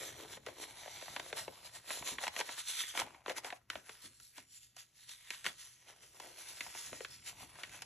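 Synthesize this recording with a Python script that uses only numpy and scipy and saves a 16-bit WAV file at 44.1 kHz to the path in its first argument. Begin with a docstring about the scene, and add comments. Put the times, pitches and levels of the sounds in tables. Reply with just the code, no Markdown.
"""First comes the hiss of a loose card being tugged out of a paper pocket. Hands then fold the little
folder away and turn two journal pages. Paper rubbing on paper hisses, rasps and drums on the sheets;
fingers knock softly, edges and creases let go in short snaps, and the book rumbles and thuds.
A close stereo microphone hears it all in a small, damped room with a faint mains hum."""
import sys
import numpy as np
from scipy import signal
from scipy.fft import rfft, irfft, next_fast_len
from scipy.io import wavfile
from scipy.ndimage import uniform_filter1d, map_coordinates

SR = 44100
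rng = np.random.default_rng(int(sys.argv[2]) if len(sys.argv) > 2 else 0)


def pcm_store(signal):
    """Save signal as 16-bit PCM."""
    levels = np.round(np.clip(np.atleast_2d(signal), -1, 1) * 32767)
    wavfile.write(sys.argv[1], SR, levels.astype(np.int16).T)


N = 346185

# strokes of paper over paper: t/s of greatest speed, rise/s, fall/s, hiss level/dB, drumming level/dB
STROKES = [ (.03, 0.13, 0.15, -47.5, -54), (.23, 0.19, 0.12, -57.5, -57), (.33, 0.052, 0.043, -48.5, -55),
           (.48, 0.021, 0.049, -54, -49), (0.636, 0.061, 0.028, -47.5, -55), (1.0, 0.43, 0.56, -51, -57),
           (1.381, 0.025, 0.068, -44.5, -52.5), (1.661, 0.025, 0.048, -50, -59.5),
           (1.76, 0.04, 0.054, -49.5, -61), (1.929, 0.05, 0.091, -40, -49),
           (2.096, 0.059, 0.053, -39.5, -48), (2.234, 0.039, 0.068, -46, -54),
           (2.39, 0.068, 0.061, -46.5, -52), (2.52, 0.05, 0.035, -43.5, -47.5),
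           (2.594, 0.025, 0.024, -41, -51.5), (2.7, 0.031, 0.034, -36.5, -54),
           (2.805, 0.085, 0.03, -35, -48), (2.9, 0.18, 0.069, -48, -62), (2.998, 0.05, 0.033, -40, -42),
           (3.06, .04, 0.13, -61, -55.5), (3.296, 0.028, 0.028, -45, -43), (3.377, 0.016, 0.02, -42, -49),
           (3.468, 0.038, 0.076, -50, -50), (3.73, 0.025, 0.098, -57.5, -54.5),
           (3.91, 0.095, 0.12, -58.5, -64), (4.054, 0.047, 0.052, -50.5, -63.5),
           (4.25, 0.18, 0.16, -57.5, -110), (4.374, 0.021, 0.039, -54.5, -57.5),
           (4.58, 0.077, 0.1, -54, -100), (4.789, 0.024, 0.067, -52.5, -65.5),
           (5.02, 0.083, 0.11, -59, -80), (5.099, 0.03, 0.11, -49.5, -69), (5.31, 0.075, 0.13, -49, -59),
           (5.465, 0.015, 0.047, -44.5, -48), (5.62, 0.18, 0.17, -54.5, -74.5),
           (5.89, 0.063, 0.088, -58, -61), (6.03, 0.02, 0.036, -54, -64), (6.28, 0.1, 0.44, -73, -61),
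           (6.55, 0.42, 0.68, -50, -63.5), (6.859, 0.29, 0.12, -47.5, -67),
           (7.14, 0.038, 0.027, -51.5, -80), (7.274, 0.027, 0.025, -43.5, -58),
           (7.41, 0.082, 0.069, -52.5, -58.5), (7.6, 0.049, 0.13, -54, -55), (7.74, 0.2, 0.27, -56, -60.5)]
# the grip sets where the sheet and its rubbing edge ring: t/s, sheet f/Hz, edge f/Hz, edge boost/dB
GRIP = [(.1, 440, 3680, 6.5), (.9, 650, 3900, 7), (2.0, 620, 4030, 4), (2.5, 960, 3730, 4.5),
        (2.8, 2360, 3600, 8.5), (3.0, 885, 3120, 3), (3.42, 600, 1920, 5), (3.7, 1620, 1910, -4.5),
        (5.1, 2500, 3800, 6.5), (5.35, 1820, 3300, 4.5), (6.25, 368, 3170, 1), (6.85, 915, 6040, 1),
        (7.6, 980, 2570, 4)]
# tone colours of the bright hiss, the rough rasp and the low drumming: f/Hz, level/dB
HISS_COLOUR = [(2400, -9), (3700, -1), (7000, 3.5), (11000, 2), (12600, -9), (14500, -58)]
RASP_COLOUR = [(1300, -5.5), (1850, 0.5), (2800, -2.5), (4000, -9)]
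DRUM_COLOUR = [(330, 1), (470, -1.5), (1080, -2), (1250, -7), (1900, -8.5)]
# hands pressing and shifting the book on the table: t/s, rumble level/dB
PRESSES = [(0.0, -68.5), (2.21, -73.5), (2.91, -85), (3.0, -73.5), (4.61, -87), (7.32, -72)]
# bumps against the block of pages: t/s, level/dB
BUMPS = [(1.48, -60), (2.0, -55), (2.12, -55), (3.02, -55), (3.754, -58.5), (4.04, -59.5), (4.375, -65),
         (5.461, -60), (6.92, -55), (7.421, -57.5)]
# tone colour of the quiet room: f/Hz, level/dB
AIR_COLOUR = [(60, 7), (130, -8), (300, -10.5), (10000, -20)]
# tone colour of one short contact with paper: f/Hz, level/dB
CONTACT_COLOUR = [(230, -0.5), (450, 0.5), (1080, 2), (1250, -3), (1850, 2.5), (3900, -1.5), (11000, -7),
                  (14500, -37)]
# fingers and card knocking on the sheets: t/s, level/dB, ring f/Hz
KNOCKS = [(0.37, -41.5, 480.0), (0.468, -36.5, 453), (0.484, -40.5, 560.0), (0.858, -44, 640.0),
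          (0.877, -41.5, 635), (1.022, -42, 520.0), (1.08, -42.5, 710.0), (1.478, -34.0, 387),
          (1.904, -31.5, 870.0), (2.023, -39.5, 840.0), (2.49, -35.5, 840.0), (2.95, -39.5, 760.0),
          (3.016, -32.5, 830), (3.144, -50.5, 990), (3.26, -35, 760), (3.28, -31.5, 475), (3.309, -34, 524),
          (3.524, -35.5, 700), (6.663, -45, 730.0), (6.749, -42, 890), (6.928, -36.5, 526),
          (7.005, -37, 484)]
# edges catching, creases buckling, sheets landing: t/s, level/dB, ring f/Hz, treble boost/dB
SNAPS = [(0.463, -44.5, 1270.0, 1), (1.162, -33.5, 667, -6.0), (1.196, -36.5, 560.0, -1.5),
         (1.327, -34.5, 450.0, -8), (2.183, -36, 970, -21), (2.237, -35.5, 770, -2), (2.267, -35, 880, -8),
         (2.278, -34, 774, 0.5), (2.363, -35.5, 1110.0, -3), (2.391, -37, 734, 5.5), (2.4, -35, 450.0, 6.5),
         (2.409, -32.5, 900, -5), (2.836, -43.5, 1860, -7), (2.974, -32.5, 1110.0, -8),
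         (2.991, -34.0, 1360.0, -4.0), (2.998, -36.5, 1010, 8.5), (3.295, -34.0, 633, -4.0),
         (3.38, -42, 830, 4.0), (3.445, -37.5, 536, -1), (3.502, -43, 1510.0, -9), (3.7, -35.0, 1550, -2.5),
         (3.754, -38.5, 627, -12), (3.893, -43, 450.0, -3), (4.199, -59, 1390, 8.0), (4.38, -48.5, 654, 5),
         (4.765, -54, 700, 11.5), (5.092, -51, 2970, 5), (5.304, -37.5, 1890, 0), (5.443, -44, 1510.0, 2.0),
         (5.453, -38, 1280, -6), (5.463, -30.5, 1540, -4.5), (6.199, -45.5, 715, 4.5),
         (6.606, -37.0, 1830, -3.5), (7.047, -39, 1470, -7), (7.633, -39, 1850.0, -4.5),
         (7.82, -43, 820, 7)]
# how long the room's echo lasts: f/Hz, time to fade by 60 dB/s
ROOM_DECAY = [(200, 0.26), (8000, 0.054)]
# strength of the sound that the two microphones do not share: f/Hz, level/dB
STEREO_SPREAD = [(100, -15), (500, -10), (1700, -15), (3800, -7), (11000, -19)]
# how far the wave at the left microphone runs ahead of the right: f/Hz, phase/rad
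LEFT_LEAD = [(250, 0), (1050, -.4), (2300, .3), (4300, .2), (4750, 3.1), (6000, 6.3)]
# how much louder the left microphone is than the right: f/Hz, level/dB
LEFT_LOUDER = [(80, .5), (300, 5), (950, 4), (1300, 0), (2600, 1.5), (3500, -4), (4900, 0)]


def amp(db):
    """Turn decibels into a number to multiply by."""
    return 10 ** (np.asarray(db) / 20)


def unit(x):
    """Scale a signal to an average (rms) strength of 1."""
    return x / np.sqrt(np.mean(x ** 2) + 1e-20)


def along(points, hz):
    """Read between (frequency, value) points, with octaves evenly spaced."""
    f, v = np.transpose(points)
    return np.interp(np.log(hz + 1), np.log(f + 1), v)


def curves(rows):
    """Turn each column after the time into one value per sample."""
    times, *columns = np.transpose(rows)
    return [np.interp(np.arange(N) / SR, times, column) for column in columns]


def wobble(rate):
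    """A smooth curve through rate random values a second."""
    return map_coordinates(rng.standard_normal(int(N * rate / SR) + 4), [np.arange(N) * rate / SR])


def filtered(x, response):
    """Change the strength and timing of each frequency in x by response(hz)."""
    size = next_fast_len(N + SR // 2)
    return irfft(rfft(x, size) * response(np.fft.rfftfreq(size, 1 / SR)), size)[..., :N]


def colour(points, hz):
    """The gain of a tone colour at hz; it falls away beyond the first and last point."""
    ends = np.minimum(hz / points[0][0], 1) * np.minimum(points[-1][0] / (hz + 1), 1)
    return amp(along(points, hz)) * ends ** 2


def noise(points):
    """Steady noise with the given tone colour."""
    return unit(filtered(rng.standard_normal(N), lambda hz: colour(points, hz)))


def strokes(drop_db=12, roundness=1.286):
    """Each stroke swells and fades as it speeds up and slows down. 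Gives hiss and drumming in dB."""
    t = np.arange(0, N / SR, .002)
    power = np.zeros((2, len(t)))
    for s, rise, fall, hiss_db, drum_db in STROKES:
        from_peak = np.abs(t - s) / np.where(t < s, rise, fall)
        fade_db = drop_db * from_peak ** roundness  # roundness 1 is a pointed top, 2 a bell shape
        power += amp(np.array([[hiss_db], [drum_db]]) - fade_db) ** 2
    levels_db = 10 * np.log10(power + 1e-20)
    return curves(np.column_stack([t, *levels_db]))


def bending(hz, delay_s):
    """High notes cross a sheet first, so a click becomes a chirp; 1 kHz arrives after delay_s."""
    return np.exp(-4j * np.pi * delay_s * np.sqrt(1000 * hz))


def friction(points, slips_per_s, spread_db, rush_db):
    """Paper fibres catch and slip at random over a smooth rush; the sheet smears each slip."""
    rush = rng.standard_normal(N)
    sizes = rng.standard_normal(N) * amp(spread_db * np.minimum(rng.exponential(size=N), 2))
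    slips = unit(sizes * (rng.random(N) < slips_per_s / SR))
    rubbing = slips + amp(rush_db) * rush
    return unit(filtered(rubbing, lambda hz: colour(points, hz) * bending(hz, delay_s=0.001392)))


def ringing(x, centre_hz, peak_db, width_octaves, patchy_db, low_cut_db=0):
    """Paper rings around one gliding pitch, while weaker rings come and go."""
    hz, t, spectrum = signal.stft(x, SR, nperseg=512)
    centre = np.interp(t, np.arange(N) / SR, centre_hz)
    height_db = np.interp(t, np.arange(N) / SR, peak_db * np.ones(N))
    octaves = np.log2((hz[:, None] + 1) / centre)
    shape_db = height_db * np.exp(-(octaves / width_octaves) ** 2)
    shape_db += low_cut_db * np.minimum(octaves, 0)  # lost per octave below the ring
    patches = uniform_filter1d(rng.standard_normal(spectrum.shape), size=4, axis=0)  # smooth in pitch
    patches = unit(uniform_filter1d(patches, size=30, axis=1))  # and in time
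    spectrum = spectrum * amp(shape_db + patchy_db * patches)
    return unit(signal.istft(spectrum, SR, nperseg=512)[1][:N])


def sliding(hiss_share=.72):
    """Light strokes hiss; pressed or flexing sheets also rasp and drum. Gives shared, unshared sound."""
    hiss_db, drum_db = strokes()
    rasp_db = hiss_share * hiss_db + (1 - hiss_share) * drum_db
    sheet_hz, edge_hz, edge_db = curves(GRIP)
    pressure = amp(2.35 * wobble(rate=30))  # the contact is never even
    hiss = friction(HISS_COLOUR, slips_per_s=2400, spread_db=2, rush_db=-0.5)
    hiss = ringing(hiss, edge_hz, edge_db, width_octaves=0.23, patchy_db=3)
    rasp = friction(RASP_COLOUR, slips_per_s=420, spread_db=3.5, rush_db=0)
    rasp = ringing(rasp, edge_hz, edge_db, width_octaves=0.3, patchy_db=2)
    drum = friction(DRUM_COLOUR, slips_per_s=180, spread_db=6.5, rush_db=0)
    drum = ringing(drum, sheet_hz, peak_db=3, width_octaves=0.89, patchy_db=3, low_cut_db=6)
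    layers = [(hiss, hiss_db - 1.5), (rasp, rasp_db - 4.5), (drum, drum_db - 1.5)]
    # a copy shifted in time gives the part that the two microphones do not share
    return pressure * sum(amp(db) * np.array([grain, np.roll(grain, SR // 10)]) for grain, db in layers)


def book(attack_s=0.0012, fade_s=0.25):
    """The thick block of pages rumbles softly under the hands and thuds when it is bumped."""
    rumble = noise([(50, -1), (120, 5), (250, -6)])
    thud = noise([(80, -1.5), (130, -3), (290, -1.5)])
    thud_gain = np.zeros(N)
    for s, db in BUMPS:
        age = np.maximum(np.arange(N) / SR - s, 0)
        thud_gain += amp(db - 60 * age / fade_s) * (1 - np.exp(-age / attack_s))
    press_db, = curves(PRESSES)
    return amp(press_db + 2.9 * wobble(rate=19)) * rumble + thud_gain * thud


def background(air_db=-80, hum_db=-80, hum_hz=120):
    """Still room air and a slightly unsteady mains hum."""
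    air = noise(AIR_COLOUR)
    hum = np.sin(2 * np.pi * hum_hz * np.arange(N) / SR + .5 * wobble(rate=1.37))
    return amp(air_db) * air + amp(hum_db) * hum


def contact(ring_hz, fall_db, treble_db, echo_db=2, peak_db=3.5, low_cut_db=12, fade_s=0.03, size=4096):
    """One contact sends a chirp through a patch of paper, which rings briefly at ring_hz."""
    t, hz = np.arange(size) / SR, np.fft.rfftfreq(size, 1 / SR)
    echoes = rng.standard_normal(size) * amp(-60 * t / fade_s)
    click = 1 + amp(echo_db) * rfft(echoes / np.linalg.norm(echoes))
    click = click / np.sqrt(uniform_filter1d(np.abs(click) ** 2, size=180))  # even out broad humps
    octaves = np.log2((hz + 1) / ring_hz)
    ring_db = peak_db * np.exp(-(octaves / 0.38) ** 2)
    lows_db = low_cut_db * np.clip(octaves / 0.76, -1, 0)  # the patch gives off little below its ring
    highs_db = along([(3800, 0), (5500, treble_db)], hz)
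    highs_db -= fall_db * np.maximum(octaves, 0)  # lost per octave above the ring
    gain = amp(32 + ring_db + lows_db + highs_db) * colour(CONTACT_COLOUR, hz)
    return irfft(click * gain * bending(hz, delay_s=.0027))


def add(out, s, sound):
    """Mix a sound in at s seconds."""
    part = out[round(s * SR):][:len(sound)]
    part += sound[:len(part)]


def crinkles(per_s=22, limit_db=-52, scatter_db=6.5, octaves_up=1.22, treble_db=1.5):
    """A moving sheet buckles at random, louder the harder it is worked. Gives rows like SNAPS."""
    _, drum_db = strokes()
    sheet_hz = curves(GRIP)[0]
    rows = []
    for when, force, smallness in rng.random((round(per_s * N / SR), 3)):
        sample = int(when * N)
        typical_db = min(drum_db[sample] - 1, limit_db)  # a fibre can only hold so much
        db = typical_db + scatter_db * (2 * force - 1)
        ring_hz = sheet_hz[sample] * 2 ** (octaves_up * smallness)
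        rows.append((when * N / SR, db, ring_hz, treble_db))
    return rows


def knocks():
    """Soft contacts sound hollow and dull, at the pitch of the patch that they touch."""
    out = np.zeros(N)
    for s, db, ring_hz in KNOCKS:
        add(out, s, amp(db) * contact(ring_hz, fall_db=5, treble_db=-6))
    return out


def snaps():
    """Edges, creases and small crinkles let go with a dry crack."""
    out = np.zeros(N)
    for s, db, ring_hz, treble_db in [*SNAPS, *crinkles()]:
        add(out, s, amp(db) * contact(ring_hz, fall_db=2, treble_db=treble_db))
    return out


def reflections(x, decay):
    """The blurred echo of x off nearby surfaces; each frequency dies away at its own speed."""
    hz, t, spectrum = signal.stft(rng.standard_normal(SR // 3), SR, nperseg=256)
    fade = amp(-60 * t / along(decay, hz)[:, None])
    tail = signal.istft(spectrum * fade, SR, nperseg=256)[1]
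    return signal.fftconvolve(x, tail / np.linalg.norm(tail))[:N]


def scene(room_db=-15):
    """The paper and the room's echo reach two closely spaced microphones."""
    shared, unshared = sliding()
    clicks = snaps() + knocks()
    paper = shared + clicks + book()
    mid = paper + amp(room_db) * reflections(paper, ROOM_DECAY) + background()
    # reflections off the table and hands differ between the two microphones
    unshared = unshared + book() + reflections(clicks, decay=[(1000, 0.17)])
    side = filtered(unshared, lambda hz: amp(along(STEREO_SPREAD, hz)))
    return np.array([mid + side, mid - side])


def microphones(hz):
    """Each frequency reaches the left and right microphone with its own strength and timing."""
    lead = along(LEFT_LEAD, hz) * np.maximum(hz / LEFT_LEAD[-1][0], 1)  # a plain delay in the treble
    left_right = np.array([[1], [-1]])
    gain = amp(left_right * along(LEFT_LOUDER, hz) / 2)
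    gain = gain / np.sqrt(np.mean(gain ** 2, axis=0))  # keep the total power the same
    return gain * np.exp(.5j * left_right * lead)


def record(dry, top_hz=15500):
    """The microphone pair colours the sound; a low-pass filter then removes everything above top_hz."""
    return filtered(dry, lambda hz: microphones(hz) * (hz < top_hz))


dry = scene()
out = record(dry)
pcm_store(out)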